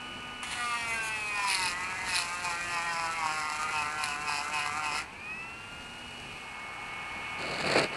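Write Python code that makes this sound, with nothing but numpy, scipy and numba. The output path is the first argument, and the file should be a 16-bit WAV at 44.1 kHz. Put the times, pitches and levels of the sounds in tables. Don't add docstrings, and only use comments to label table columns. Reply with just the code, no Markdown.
import sys
import numpy as np
from scipy import signal
from scipy.fft import rfft, irfft, next_fast_len
from scipy.io import wavfile
from numba import njit

SR = 44100
rng = np.random.default_rng(int(sys.argv[2]) if len(sys.argv) > 2 else 0)


def output_pcm(signal):
    pcm = np.clip(np.atleast_2d(signal).T, -1, 1) * 32767
    wavfile.write(sys.argv[1], SR, np.round(pcm).astype(np.int16))


N = 351036
T = np.arange(N) / SR

CUT_START_S, CUT_END_S = .429, 4.997
FREE_HZ, PULL_HZ_PER_S = 245.3, 289
COMMUTATOR_ORDER = 12
LOUD_ORDERS = (1, 5, 6, 9, COMMUTATOR_ORDER)

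# time in seconds, braking in Hz a second, bar, tooth and grit in dB.
LEAN = [(0.44, 1.2, -44, -44.5, -47.5), (0.6, 43.4, -41, -38.5, -43), (0.95, 98, -38.5, -38, -47),
        (1.3, 164, -40.5, -42.5, -47), (1.85, 187, -39.5, -40, -48), (2.35, 242, -40, -41, -44.5),
        (2.9, 294, -37.5, -38.5, -45), (3.1, 314, -37.5, -40.5, -44.5), (3.65, 414, -38, -37.5, -45),
        (4.2, 456, -37.5, -44, -48.5), (5.0, 402, -37.5, -41, -48)]
# start and length in seconds, extra braking in Hz a second,
# then growl, edge ring, extra tooth ring and extra grit in dB.
STROKES = [(1.325, .14, 33, -39, -60, 4, 3), (1.459, .091, 129, -48, -35.5, 5, 16),
           (1.575, 0.11, 166, -53, -35, 1.5, 11), (2.049, 0.17, 121, -51, -38, -1, 7.5),
           (2.118, 0.045, 0, -55, -40, 7, 6.5), (2.419, 0.089, 103.5, -41, -44, 0, 1),
           (2.689, 0.078, 84, -39.5, -44, 1.5, 2), (2.846, 0.21, 64, -40.5, -67, 1.5, -0.5),
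           (3.134, 0.17, 129, -38.5, -49, 2, -0.5), (3.334, 0.19, 97.5, -45.5, -67, -0.5, -1),
           (3.709, 0.105, 130, -41, -35, -3, 2), (3.964, 0.15, 105, -39, -36, -0.5, 4),
           (4.239, 0.15, 110, -40.5, -36, 2.5, 6.5), (4.51, 0.15, 117.5, -40.5, -38, 1.5, 5),
           (4.8, 0.089, 135, -42, -40, 2, 4), (4.911, 0.085, 0, -57, -39, 4, 7)]
# time in seconds, change of grit in dB, tick in dB.
SNAGS = [(.513, 9.5, -43), (1.514, -2, -26), (1.618, 4.5, -33), (2.089, 6, -40), (2.162, 3, -31),
         (4.0374, 11, -32), (4.37, -1, -38)]
# time in seconds, amount of rasp compared with tone.
ROUGHNESS = [(.53, 1.3), (.62, .3), (1.3, .28), (1.52, .7), (2.18, .7), (2.3, .38), (4.88, .52), (5.0, 1.3)]
# start and length in seconds, order, dB above the usual squeal.
SQUEALS = [(.595, .15, 5, 2), (.58, .17, 6, -4), (.93, .17, 7, -4), (1.42, .05, 5, 2), (1.57, .09, 5, -1),
           (1.755, .035, 7, 0), (2.3, .04, 7, 0), (2.835, .06, 11, 0), (3.07, .06, 8, -2),
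           (3.59, .06, 8, 0)]
# start and length in seconds, level in dB.
ZINGS = [(.865, .09, -48), (1.015, .064, -45)]
# pitch in Hz, relative strength in dB.
BAR_COLOUR = [(145, -16), (350, -12.5), (590, -13), (690, -4), (950, 1), (1380, 4.5), (1600, -3),
              (1800, -11)]
TOOTH_COLOUR = [(1400, -35), (1700, -2), (1900, 6), (2400, 2.5), (2700, 2.5), (2950, -10.5), (3250, -6),
                (3550, -47), (4200, -15)]
GROWL_COLOUR = [(740, -23), (910, 3.5), (1050, 2.5), (1220, -27)]
EDGE_COLOUR = [(2000, -53), (2350, -15.5), (2560, 4.5), (2700, -14), (2900, -7), (3200, -27)]
GRIT_COLOUR = [(2800, -19), (4200, 3.5), (4650, -2.5), (5200, 1), (7000, -0.5), (7400, 4.5), (8800, -4.5),
               (9900, -5.5), (10700, -2.5), (12400, -25)]
SKIM_COLOUR = [(1760, -41), (3000, -7), (3260, 0), (3870, -8), (4230, -1.5), (4800, -12), (7050, -8.5),
               (9160, -6.5), (10600, -9.5), (12400, -31)]
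ZING_COLOUR = [(5600, -25), (6250, 1), (7000, -3), (8600, -7), (9400, 3), (10400, -3), (11800, -10),
               (12400, -20)]
CHATTER_COLOUR = [(2450, -4.5), (3100, -19.5), (3550, -8.5), (4200, 2.5), (5050, -8), (5550, -14),
                  (6900, -17), (8600, -15), (9750, -2), (10700, -13), (12400, -28)]
STEEL_COLOUR = [(4300, -19), (4850, 1), (5250, 3), (5700, -16)]

# time in seconds, base dB of each of the LOUD_ORDERS.
WHINE_LEVELS = [(0.3, -54.5, -49.5, -52, -58, -49), (0.8, -64, -63, -46, -46.5, -46.5),
                (1.05, -74, -77, -48, -50, -44.5), (1.38, -77, -55, -43.5, -59, -43),
                (1.62, -82, -53, -60, -50, -49), (5.08, -73, -53, -56, -64, -59),
                (5.32, -57, -66, -55, -50, -44.5), (5.62, -64, -61, -51.5, -60, -50.5),
                (6.1, -56, -65, -57, -64, -49.5), (6.62, -67, -50.5, -92, -46.5, -59.5),
                (7.34, -65, -50.5, -68, -44.5, -52)]
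# order, dB above the base level of the fan's hiss.
FAINT_ORDERS = [(7, -5.5), (11, -2), (15, -17)]
# time in seconds, base dB of rush, whistle and hiss.
FAN_LEVELS = [(0.2, -50, -47, -59), (5.1, -51.5, -49.5, -61.5), (5.87, -51, -51, -57.5),
              (6.31, -51, -46.5, -57), (6.64, -46.5, -49, -59), (7.35, -44.5, -42.5, -57)]
# pitch in Hz, relative strength in dB.
RUSH_COLOUR = [(350, -7.5), (600, -7), (830, 6.5), (1100, 1.5), (1800, -0.5)]
WHISTLE_COLOUR = [(1600, -16), (2000, -12.5), (2480, 3.5), (2900, -4.5), (3200, -12.5), (3500, -18)]
HISS_COLOUR = [(3200, -1), (3700, -1.5), (4350, 5.5), (4900, -0.5), (7000, -4), (8200, -0.5),
               (11500, -10.5), (12400, -26)]

# start, hardest moment and stop in seconds, rumble and crunch in dB.
SHOVES = [(7.37, 7.59, 7.625, -35, -41), (7.625, 7.78, 7.85, -27, -34.5), (7.90, 7.95, 7.97, -38, -49)]
# time in seconds, body thud in dB, chain rattle in dB.
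KNOCKS = [(7.607, -31, -31), (7.640, -30, -45), (7.671, -27, -33), (7.722, -30, -33), (7.757, -17.5, -38),
          (7.765, -20, -34), (7.783, -21.5, -24.5), (7.799, -26, -42), (7.832, -30, -38)]
# pitch in Hz, relative strength in dB.
SAW_COLOUR = [(100, -7), (165, 3.5), (270, -2.5), (390, 3), (660, 3.5), (880, -5), (1400, -4), (2700, -5.5),
              (3300, -35)]
CRUNCH_COLOUR = [(900, -24), (1700, 11), (2700, 19), (3350, 10), (4400, 25), (5000, 15), (5600, 2),
                 (6700, 5.5), (7700, 9.5), (10500, 1), (12400, -17)]
YARD_COLOUR = [(20, -1), (70, 5), (140, 4.5), (450, -0.5), (800, -5), (2000, -67)]


def grinding(turns, hz, bar_db, tooth_db, grit_db, growl, edge, pushing):
    rub = rubbing(turns, depth=.51, scatter_db=4)
    judder = rubbing(turns, depth=.65, scatter_db=2.6)
    rough, = curves(ROUGHNESS)
    beat = turns + .024 * rough * walk(45)

    def shaken(body, scrape, surge, below_order):
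        tone = buzz(beat, hz, body, surge, below_order)
        rasp = colour(scrape * noise(), body, ring_s=.002)
        return (tone + rough * rasp) / np.hypot(1, rough)

    ring = undb(bar_db) * shaken(BAR_COLOUR, rub, surge=.45, below_order=13)
    ring += growl * rub * buzz(beat, hz, GROWL_COLOUR, surge=.33, below_order=9)
    ring += undb(tooth_db) * shaken(TOOTH_COLOUR, judder, surge=.9, below_order=25)
    ring += edge * shaken(EDGE_COLOUR, judder, surge=.4, below_order=21)
    blows = strikes(turns, hz, jitter_s=4e-6, scatter_db=1.5)
    hiss = grit_hiss(hz, blows, rub, judder, grit_db, pushing)
    zing = colour(blows, ZING_COLOUR, ring_s=.004)
    zing *= sum(undb(db) * swell(start, length) for start, length, db in ZINGS)
    ticks = colour(noise(), CHATTER_COLOUR)
    ticks *= sum(undb(db) * (T > start) * fade(start, .0021) for start, _, db in SNAGS)
    first_blow = 1 + 3 * fade(CUT_START_S, .006)
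    return contact() * first_blow * (ring + squeals(turns) + zing + ticks + hiss)


def buzz(turns, hz, body, surge, below_order):
    pitches, levels = np.transpose(body)
    out, power = 0, 1e-9
    for order in range(int(pitches[0] / FREE_HZ) + 1, below_order):
        if order == COMMUTATOR_ORDER:
            continue
        gain = undb(np.interp(order * hz, pitches, levels))
        angle = 2 * np.pi * (order * turns + .55 * rng.random())
        out += gain * ((1 + surge * walk(13)) * np.cos(angle) + surge / 2 * walk(13) * np.sin(angle))
        power += gain ** 2
    return out / np.sqrt(power * (1 + 1.25 * surge ** 2) / 2)


def grit_hiss(hz, blows, rub, judder, grit_db, pushing):
    bite = 1 / (1 + undb(-2.5 * (grit_db + 40.5)))
    skim = 1 / (1 + np.exp((205 - hz) / 6))
    scratch = rub * grains(per_s=4400, spread_db=4.5)
    grit = .5 * colour(scratch, GRIT_COLOUR, ring_s=.001) + .87 * colour(blows, GRIT_COLOUR, ring_s=.008)
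    grit *= undb(1.7 * walk(60))
    singing = colour(blows + .59 * scratch, SKIM_COLOUR, ring_s=.006)
    chatter = colour(judder * grains(per_s=7400, spread_db=4.5), CHATTER_COLOUR, ring_s=.00125)
    steel = pushing * colour(blows + scratch, STEEL_COLOUR, ring_s=.002995) * undb(-3.5 + 2 * walk(15))
    sliding = np.sqrt(1 - skim) * grit + np.sqrt(skim) * singing + steel
    return undb(grit_db) * (np.sqrt(1 - bite) * sliding + np.sqrt(bite) * chatter)


def squeals(turns, usual_db=-37):
    tones = sum(swell(start, length) * shaft_tone(turns, order, usual_db + db)
                for start, length, order, db in SQUEALS)
    return tones * undb(1.5 * walk(49.8))


def rubbing(turns, depth, scatter_db):
    strength = np.clip(rng.standard_normal(4096), -2, 2)[np.round(turns).astype(int)]
    return unit(np.exp(depth * np.cos(2 * np.pi * turns)) * undb(scatter_db * strength))


def strikes(turns, hz, jitter_s=7e-6, scatter_db=3):
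    late, strength = rng.standard_normal((4096, 2))[np.round(turns).astype(int)].T
    samples_from_tap = ((turns - np.round(turns)) / hz + jitter_s * late) * SR
    taps = np.sinc(samples_from_tap * 2 / 3) * np.exp(-(samples_from_tap / 8) ** 2)
    return unit(taps * undb(scatter_db * strength))


def contact():
    return np.clip((T - CUT_START_S) / .003, 0, 1) * fade(CUT_END_S, .032)


def hand_pressure():
    braking, bar_db, tooth_db, grit_db = curves(LEAN)
    growl = edge = pushing = 0
    for start, length, more_braking, growl_db, edge_db, more_tooth_db, more_grit_db in STROKES:
        push = swell(start, length, rise_s=.047, fall_s=.066)
        braking += more_braking * push
        tooth_db += more_tooth_db * push
        grit_db += more_grit_db * push
        growl += undb(growl_db) * push
        edge += undb(edge_db) * push
        pushing += push
    snag_db = sum(db * (T > start) * fade(start, .021) for start, db, _ in SNAGS)
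    return braking, bar_db, tooth_db + .77 * snag_db, grit_db + snag_db, growl, edge, pushing


@njit
def shaft_speed(braking):
    speeds, hz = np.empty(len(braking)), FREE_HZ
    for i in range(len(braking)):
        hz += (PULL_HZ_PER_S * ((FREE_HZ / hz) ** 2 - 1) - braking[i]) / SR
        speeds[i] = hz
    return speeds


def motor_whine(turns, hz, housing_hz=2510, width_hz=220, boost_db=6):
    tones = [(order, db + boost_db * np.exp(-((order * hz - housing_hz) / width_hz) ** 2))
             for order, db in zip(LOUD_ORDERS, curves(WHINE_LEVELS))]
    commutator_db = tones[-1][1]
    tones.append((2 * COMMUTATOR_ORDER, commutator_db - 27))
    _, _, hiss_db = curves(FAN_LEVELS)
    tones += [(round(order), hiss_db + db) for order, db in FAINT_ORDERS]
    waver_db = np.interp(hz, [190, 240], [2.2, 1])
    return sum(shaft_tone(turns, order, db + waver_db * walk(22)) for order, db in tones)


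def cooling_fan(turns, hz):
    rush_db, whistle_db, hiss_db = curves(FAN_LEVELS)
    rush = undb(rush_db + 1.5) * colour(noise(), RUSH_COLOUR)
    whistle = undb(whistle_db - .5) * colour(noise(), WHISTLE_COLOUR)
    hiss = undb(hiss_db + 2) * colour(noise() + .5 * strikes(turns, hz), HISS_COLOUR, ring_s=.004)
    return rush + whistle + hiss


def saw_dragged(rise_db_per_s=32, fall_db_per_s=75):
    rumble = colour(grains(per_s=4400, spread_db=2.5), SAW_COLOUR, ring_s=.004)
    crunch = colour(grains(per_s=5800, spread_db=6), CRUNCH_COLOUR, ring_s=.00199)
    out = 0
    for start, hardest, stop, rumble_db, crunch_db in SHOVES:
        force = undb(np.minimum(rise_db_per_s * (T - hardest), fall_db_per_s * (hardest - T)))
        sliding = np.clip((T - start) / .035, 0, 1) * fade(stop, .012)
        out += force * sliding * (undb(rumble_db) * rumble + undb(crunch_db) * crunch)
    return out


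def saw_knocks():
    thud, rattle = colour(noise(), SAW_COLOUR), colour(noise(), CRUNCH_COLOUR)
    out = 0
    for start, thud_db, rattle_db in KNOCKS:
        hit = np.clip((T - start) / .001, 0, 1) * fade(start, .007)
        out += hit * (undb(thud_db) * thud + undb(rattle_db) * rattle)
    return out


def yard():
    return undb(-51.5 + 1.5 * walk(9.6)) * colour(noise(), YARD_COLOUR)


def shaft_tone(turns, order, db):
    return np.sqrt(2) * undb(db) * np.sin(2 * np.pi * (order * turns + rng.random()))


def colour(x, spectrum, ring_s=0.):
    size = next_fast_len(N + 8192)
    f = np.arange(size // 2 + 1) * SR / size
    hz, db = np.transpose(spectrum)
    gain = undb(np.interp(np.log(f + 1), np.log(hz), db))
    gain *= np.minimum(f / hz[0], 1) ** 2 * np.minimum(hz[-1] / (f + 1), 1) ** 4
    steps_hz = np.arange(0, SR / 2, 170)
    delay_s = ring_s * np.interp(f, steps_hz, rng.random(len(steps_hz)))
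    phase = 2 * np.pi * np.cumsum(delay_s) * SR / size
    return unit(irfft(rfft(x, size) * gain * np.exp(-1j * phase), size)[:N])


def grains(per_s, spread_db):
    size = undb(spread_db * np.minimum(rng.exponential(size=N), 4))
    return unit((rng.random(N) < per_s / SR) * size * noise())


def swell(start, length, rise_s=.022, fall_s=.035):
    return np.interp(T, [start, start + rise_s, start + length, start + length + fall_s], [0, 1, 1, 0])


def fade(start, fade_s):
    return np.exp(-np.maximum(T - start, 0) / fade_s)


def walk(per_s):
    levels = rng.standard_normal(4096)
    return 1.2 * np.interp(T * per_s, np.arange(len(levels)), levels)


def curves(rows):
    times, *columns = np.transpose(rows)
    return [np.interp(T, times, column) for column in columns]


def noise():
    return rng.standard_normal(N)


def unit(x):
    return x / np.sqrt(np.mean(x ** 2))


def undb(db):
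    return 10 ** (np.asarray(db) / 20)


def scene():
    braking, *levels = hand_pressure()
    load = braking * contact()
    waver = (.0005 + .0014 * load / PULL_HZ_PER_S) * walk(30)
    hz = shaft_speed(load) * (1 + waver)
    turns = np.cumsum(hz) / SR
    work = grinding(turns, hz, *levels) + saw_dragged() + saw_knocks()
    wall_echo = undb(-14.5) * np.interp(T - .021, T, work, left=0)
    return (work + wall_echo + yard() + motor_whine(turns, hz) + cooling_fan(turns, hz))[None]


def record(dry, top_hz=12500):
    treble_cut = signal.ellip(8, .2, 70, top_hz, fs=SR, output="sos")
    return signal.sosfilt(treble_cut, np.tanh(2 * dry) / 2)


dry = scene()
out = record(dry)
output_pcm(out)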